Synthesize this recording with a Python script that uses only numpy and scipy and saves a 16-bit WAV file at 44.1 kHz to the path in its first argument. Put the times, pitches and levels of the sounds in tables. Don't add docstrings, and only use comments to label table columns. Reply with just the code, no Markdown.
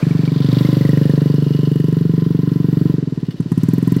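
import sys
import numpy as np
from scipy import signal
from scipy.fft import rfft, irfft, next_fast_len
from scipy.io import wavfile

SR = 44100
rng = np.random.default_rng(int(sys.argv[2]) if len(sys.argv) > 2 else 0)


def unload_audio(sound):
    columns = np.transpose(np.atleast_2d(sound))
    steps = np.round(np.clip(columns, -1, 1) * 32767)
    wavfile.write(sys.argv[1], SR, steps.astype(np.int16))


N = 176400

# t/s, relative beat level/dB, exhaust pulse width/ms
ENGINE_EFFORT = [(0.0, 2.5, 0.71), (0.33, -1.5, 0.6), (0.48, 1, 0.53), (0.6, 3, 0.49), (1.15, 0.2, 0.43),
                 (1.42, -4, 0.49), (2.2, -3, 0.61), (2.55, -1.4, 0.74), (2.87, -0.5, 0.74),
                 (3.0, -5.5, 0.68), (3.15, -7.5, 0.78), (3.29, -4.5, 0.83), (3.41, -0.5, 0.89),
                 (3.52, 2, 0.92), (3.62, 3.5, 0.94), (3.74, 2.5, 0.83), (3.8, -1.5, 0.79),
                 (3.89, 4.5, 0.88), (4.0, 0.1, 0.76)]


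def firings(t, first_s=0.0277, scatter_db=0.1, jitter_s=0.0001):
    # t/s, firing rate/Hz
    speed = [(0.0, 25.515), (0.14, 23.847), (0.42, 23.607), (0.6, 25.026), (0.66, 25.209), (0.82, 24.453),
             (1.2, 24.51), (1.55, 23.958), (1.95, 23.697), (2.55, 23.691), (2.96, 23.582), (3.06, 21.085),
             (3.16, 18.867), (3.37, 17.01), (3.55, 17.156), (3.61, 17.313), (3.7, 20.45), (3.76, 21.858),
             (3.88, 21.008), (4.0, 24.023)]
    # t/s, level change/dB
    misfires = [(3.343, -11), (3.459, -7.5)]
    rate, = curve(speed, t)
    count = np.cumsum(rate) / SR
    count -= np.interp(first_s, t, count)
    times = np.interp(np.arange(int(count[-1]) + 1), count, t)
    level_chance, time_chance = rng.standard_normal((len(times), 2)).T
    db = scatter_db * level_chance
    for when, change_db in misfires:
        db[np.argmin(abs(times - when))] += change_db
    return times + jitter_s * time_chance, 1 / np.interp(times, t, rate), undb(db)


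def exhaust(t, times, sizes, bass_lag_hz=75):
    # f/Hz, gain/dB
    silencer = [(25.0, -62), (50.0, -52), (78.0, -24), (100.0, -13), (120.0, -0.5), (145.0, 2.83),
                (172.0, 3), (205.0, -4.5), (275.0, -0.5), (335.0, -4.5), (440.0, -0.5), (505.0, -15),
                (545.0, -15), (680.0, -18.5), (1000.0, -23.5)]
    # t/s, 4 x f/Hz
    centres = [(0, 160.3, 285, 384, 556), (.35, 153, 270, 380, 600), (.52, 120, 267, 424, 578),
               (.68, 128, 306, 437, 553), (.9, 135.6, 295, 414, 542), (1.15, 146, 273, 410, 546),
               (1.4, 145, 273, 410, 539), (1.75, 150, 279, 429, 532), (2.1, 162.5, 272, 410, 507),
               (2.45, 174, 281, 400, 473), (2.9, 170, 305, 417, 470), (3.25, 141, 230, 430, 466),
               (3.6, 144, 255, 400, 487), (4, 149, 274, 390, 523)]
    bandwidths = [22.2, 20.4, 356, 22]
    # gain/dB, ahead of its share
    gains = [2, 0.5, 0, 5.5]
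    # t/s, 4 x signed share
    shares = [(0, 0.27, 0.12, -0.39, 0.53), (.35, 0.75, 0.68, -0.38, 0.43), (.52, 0.58, 0.37, -0.66, .7),
              (.68, 0.16, 0.56, -0.73, 0.89), (.9, 0.64, 0.4, -0.63, 1), (1.15, 0.48, 0.25, -0.52, 0.77),
              (1.4, 1, .43, -0.21, 0.4), (1.75, 1, 0.23, 0.027, .22), (2.1, 1, 0.024, 0.06, 0.13),
              (2.45, .35, 0.67, 0.13, 0.42), (2.9, 0.3, 1, 0.45, 0.35), (3.25, -0.18, 0.54, 0.76, .37),
              (3.6, -0.86, .6, .5, .27), (4, -0.65, 0.53, .5, 0.31)]
    db, width_ms = curve(ENGINE_EFFORT, times)
    widths = width_ms / 1000 * (1 + 0.016 * rng.standard_normal(len(times)))
    pulses = np.zeros(N)
    for when, size, width in zip(times, sizes * undb(db), widths):
        near = slice(*np.searchsorted(t, [when - 10 * width, when + 10 * width]))
        pulses[near] += size / width * np.exp(-.5 * ((t[near] - when) / width) ** 2)
    pole = np.exp(-2 * np.pi * bass_lag_hz / SR)
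    thump = signal.lfilter([pole, -1], [1, -pole], colour(pulses, silencer))
    bands = zip(curve(centres, t), bandwidths, gains, curve(shares, t))
    shaping = sum(undb(gain) * share * glide(thump, hz, width) for hz, width, gain, share in bands)
    return undb(-13.5) * unit(thump + shaping)


def tailpipe(times, sizes, scatter_db=2, delay_s=0.00211):
    # f/Hz, t60/s, relative level/dB
    modes = [(1005, 0.056, 9.5), (1486, 0.045, -7), (1860, 0.13, -3.5)]
    age = np.arange(SR // 5) / SR
    ring = sum(undb(db - 60 * age / t60) * np.sin(2 * np.pi * hz * age) for hz, t60, db in modes)
    blows = sizes * fader(ENGINE_EFFORT, times) * scatter(scatter_db, len(times))
    return undb(-49) * unit(signal.fftconvolve(strikes(times + delay_s, blows), ring)[:N])


def gas(t, times, sizes):
    # f/Hz, gain/dB
    puff_tone = [(300, 13), (600, -5), (800, -4.5), (1050, -15), (1300, 0.5), (1900, -4.5), (2400, -14.5),
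                 (3000, -2), (5000, -37), (9000, -24.5)]
    spit_tone = [(2000, -13), (4500, 1), (5600, 4), (6700, 2), (7600, 0), (10000, 5), (13000, -2.5),
                 (15500, 3.5)]
    # t/s, level/dB
    puff_level = [(0, -75), (.4, -42), (.7, -49), (1.2, -48), (1.6, -41.5), (2.3, -45.5), (2.9, -43),
                  (3.1, -57), (3.35, -59), (3.52, -42), (4, -56)]
    spit_level = [(0, -61), (.6, -53), (.9, -49.5), (1.4, -58.5), (1.9, -51.5), (2.2, -61.5), (2.9, -60.5),
                  (3.1, -79)]
    puff = bursts(times, sizes, puff_tone, decay_s=0.0076, attack_s=0.00065)
    uneven = sizes ** 2 * scatter(2.5, len(times))
    spit = bursts(times, uneven, spit_tone, decay_s=0.0038, attack_s=0.00077)
    return puff * fader(puff_level, t) + spit * fader(spit_level, t)


def clank(t, times, sizes, decay_s=0.0067, width_hz=210):
    # t/s, f/Hz, level/dB
    knock = [(0, 2370, -45), (.45, 2230, -53.5), (.7, 2070, -46.5), (.85, 1970, -42), (1.0, 1800, -45),
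             (1.2, 1810, -48.5), (1.45, 1810, -58), (3.4, 1850, -70), (3.6, 2100, -58), (4, 1950, -52.5)]
    hz, db = curve(knock, t)
    latest = np.maximum(np.searchsorted(times, t) - 1, 0)
    blows = sizes * scatter(4.5, len(times))
    scrape = blows[latest] * np.exp(-abs(t - times[latest]) / decay_s) * rng.standard_normal(N)
    ring = glide(scrape, hz, width_hz)
    return undb(db) * unit(glide(ring, hz, 2 * width_hz))


def catching(t, attack_s=0.0015, grain_s=0.0004):
    # t/s, then fizz, spit and crack level/dB ahead of the band's gain
    catches = [(3.4017, -51, -47, -34), (3.5165, -36, -39.5, -28.5), (3.5757, -36, -41.5, -43),
               (3.6322, -33, -39.5, -46), (3.685, -40, -40, -51), (3.735, -30, -42.5, -39),
               (3.78, -35, -46, -51), (3.8257, -38, -42, -34.5), (3.8736, -29, -42, -43),
               (3.9187, -30, -41, -43), (3.9633, -34, -41, -49)]
    # low f/Hz, high f/Hz, decay/s, gain/dB
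    bands = [(12400, 15000, 0.0043, -1.5), (5060, 11000, 0.0055, 6), (805, 1400, 0.0052, -0.5)]
    times, *levels = np.array(catches).T
    out = np.zeros(N)
    for (low_hz, high_hz, decay_s, gain_db), db in zip(bands, levels):
        envelope = flares(times, undb(db + gain_db), decay_s, attack_s)
        grains = scatter(3.5, N)[(t / grain_s).astype(int)]
        grit = grains * rng.standard_normal(N)
        out += envelope * unit(bandpass(grit, [low_hz, high_hz], order=2))
    return out


def valve_gear(t, times, cycles, decay_s=0.0064):
    # share of the cycle, relative level/dB
    contacts = [(.3, -10), (0.391, 8), (0.482, -3.5), (.57, -3), (0.671, 3.5), (.83, -4.5)]
    # f/Hz, gain/dB
    tone = [(700, -4), (1100, 2.5), (1900, 6), (2400, -2.5), (2900, 5.5), (3600, 4), (4500, 2.5),
            (5500, 0.5), (6700, -16), (7300, -11), (9000, -11), (15000, -13)]
    # t/s, level/dB
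    level = [(0, -52), (.6, -48.5), (1.1, -49.5), (1.7, -55), (2.3, -52), (2.9, -69), (3.3, -53),
             (3.7, -53.5), (4, -50.5)]
    share, db = np.array(contacts).T
    chance = rng.standard_normal((len(times), 2, len(share)))
    tick_times = times[:, None] + cycles[:, None] * (share + 0.019 * chance[:, 0])
    tick_sizes = undb(db + 4 * chance[:, 1])
    ticks = bursts(tick_times.ravel(), tick_sizes.ravel(), tone, decay_s, attack_s=0.0011)
    jolts = bursts(times, np.ones(len(times)), tone, decay_s, attack_s=0.00012)
    blows = ticks + undb(-3.5) * jolts
    return ticks * fader(level, t) + casing(t, blows) + covers(t, blows)


def casing(t, blows):
    # f/Hz, bandwidth/Hz
    modes = [(2900, 130), (3620, 560), (4450, 590)]
    # t/s, 3 x level/dB
    levels = [(0, -65, -93, -66), (.3, -78, -49, -49.5), (.52, -60, -39.5, -48), (.7, -54, -44.5, -52),
              (.9, -52, -60, -57), (1.25, -55, -59, -53), (1.65, -46.5, -60, -55), (2.2, -65.5, -66, -71),
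              (2.8, -60.5, -57, -57), (3.2, -64, -73, -74), (4, -58, -64, -59)]
    return sum(undb(db) * unit(resonate(blows, hz, width))
               for (hz, width), db in zip(modes, curve(levels, t)))


def covers(t, blows):
    # f/Hz, bandwidth/Hz, relative level/dB
    modes = [(1026, 41, 4), (1330, 140, -2.5), (1980, 65, -10.5), (640, 50, -10)]
    # t/s, level/dB
    level = [(0, -68), (.35, -47.5), (.5, -41.5), (.8, -52), (1.2, -50), (1.6, -50.5), (2.5, -49.5),
             (3.3, -62.5), (3.65, -58), (4, -66)]
    rasp = sum(undb(db) * unit(resonate(blows, hz, width)) for hz, width, db in modes)
    return fader(level, t) * unit(rasp)


def rush(t):
    # f/Hz, gain/dB
    tone = [(500, 11), (800, 0.5), (1100, 1.5), (1500, 1), (1900, 0), (2150, -7), (2500, -5.5),
            (3000, -4.5), (4400, -0.5), (5600, -8.5), (6300, -9), (6750, -12), (7250, -7.5), (8200, -13),
            (10000, -12), (11500, -16), (13000, -11), (16000, -34)]
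    # low f/Hz, high f/Hz
    bands = [(450, 2400), (2400, 6750), (6750, 18000)]
    # t/s, 3 x level/dB
    levels = [(0, -36.5, -46, -55), (.35, -43, -50, -61.5), (.6, -37.5, -45.5, -54), (.85, -40, -45, -59),
              (1.2, -42.5, -49, -59.5), (1.7, -47.5, -52, -60.5), (2.3, -49.5, -53, -67.5),
              (2.8, -45.5, -54.5, -61.5), (2.93, -46, -51.5, -64.5), (3.05, -49.5, -55, -67),
              (3.4, -54, -55, -68), (3.65, -45, -51, -59), (4, -44.5, -49.5, -62)]
    hiss = colour(rng.standard_normal(N), tone)
    return sum(undb(db) * unit(bandpass(hiss, band, order=4)) for band, db in zip(bands, curve(levels, t)))


def sizzle(t):
    # f/Hz, gain/dB
    tone = [(9000, -29), (11600, -16), (12400, -8), (13000, -7), (13500, -11), (14200, -10), (14900, -40),
            (15600, -11)]
    # t/s, level/dB
    level = [(0, -58), (.45, -56), (.6, -46), (1.2, -53), (2.2, -56), (2.6, -54), (2.93, -53.5),
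             (3.02, -82), (3.5, -77), (3.75, -61), (4, -61)]
    return fader(level, t) * unit(colour(rng.standard_normal(N), tone))


def night_air():
    # f/Hz, gain/dB
    tone = [(15, -11), (35, -6), (70, 4), (150, -3.5), (300, 12.5), (500, -6), (1000, -21), (4000, -78)]
    return undb(-38.5) * unit(colour(rng.standard_normal(N), tone))


def undb(db):
    return 10 ** (np.asarray(db) / 20)


def unit(x):
    return x / np.sqrt(np.mean(x ** 2))


def curve(table, t):
    times, *columns = np.array(table, float).T
    return [np.interp(t, times, c) for c in columns]


def fader(table, t):
    return undb(curve(table, t)[0])


def scatter(spread_db, count):
    return undb(spread_db * rng.standard_normal(count))


def colour(x, points):
    size = next_fast_len(N + SR // 2)
    hz, db = np.array(points, float).T
    f = np.maximum(np.fft.rfftfreq(size, 1 / SR), 1)
    gain = undb(np.interp(np.log(f), np.log(hz), db))
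    cepstrum = irfft(np.log(gain), size)
    cepstrum[1:size // 2] *= 2
    cepstrum[size // 2 + 1:] = 0
    return irfft(rfft(x, size) * np.exp(rfft(cepstrum)), size)[:N]


def bandpass(x, band_hz, order):
    return signal.sosfilt(signal.butter(order, band_hz, "bandpass", fs=SR, output="sos"), x)


def resonate(x, hz, width_hz):
    return signal.lfilter(*signal.iirpeak(hz, hz / width_hz, fs=SR), x)


def glide(x, hz, width_hz):
    turn = np.exp(2j * np.pi * np.cumsum(hz) / SR)
    pole = np.exp(-np.pi * width_hz / SR)
    return 2 * (turn * signal.lfilter([1 - pole], [1, -pole], x * turn.conj())).real


def strikes(times, sizes):
    out, at = np.zeros(N), (times * SR).astype(int)
    inside = (at >= 0) & (at < N)
    np.add.at(out, at[inside], sizes[inside])
    return out


def flares(times, sizes, decay_s, attack_s):
    age = np.arange(SR // 8) / SR
    shape = np.exp(-age / decay_s) * (1 - np.exp(-age / attack_s))
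    return signal.fftconvolve(strikes(times, sizes), shape)[:N]


def bursts(times, sizes, tone, decay_s, attack_s):
    return unit(colour(flares(times, sizes, decay_s, attack_s) * rng.standard_normal(N), tone))


def scene():
    t = np.arange(N) / SR
    times, cycles, sizes = firings(t)
    beats = exhaust(t, times, sizes) + tailpipe(times, sizes) + gas(t, times, sizes)
    accents = clank(t, times, sizes) + catching(t)
    machinery = valve_gear(t, times, cycles) + rush(t) + sizzle(t)
    return (beats + accents + machinery + night_air())[None]


def record(dry, top_hz=15700):
    dipped = dry - resonate(dry, hz=6690, width_hz=320)
    return signal.sosfilt(signal.ellip(8, .2, 70, top_hz, fs=SR, output="sos"), dipped)


dry = scene()
out = record(dry)
unload_audio(out)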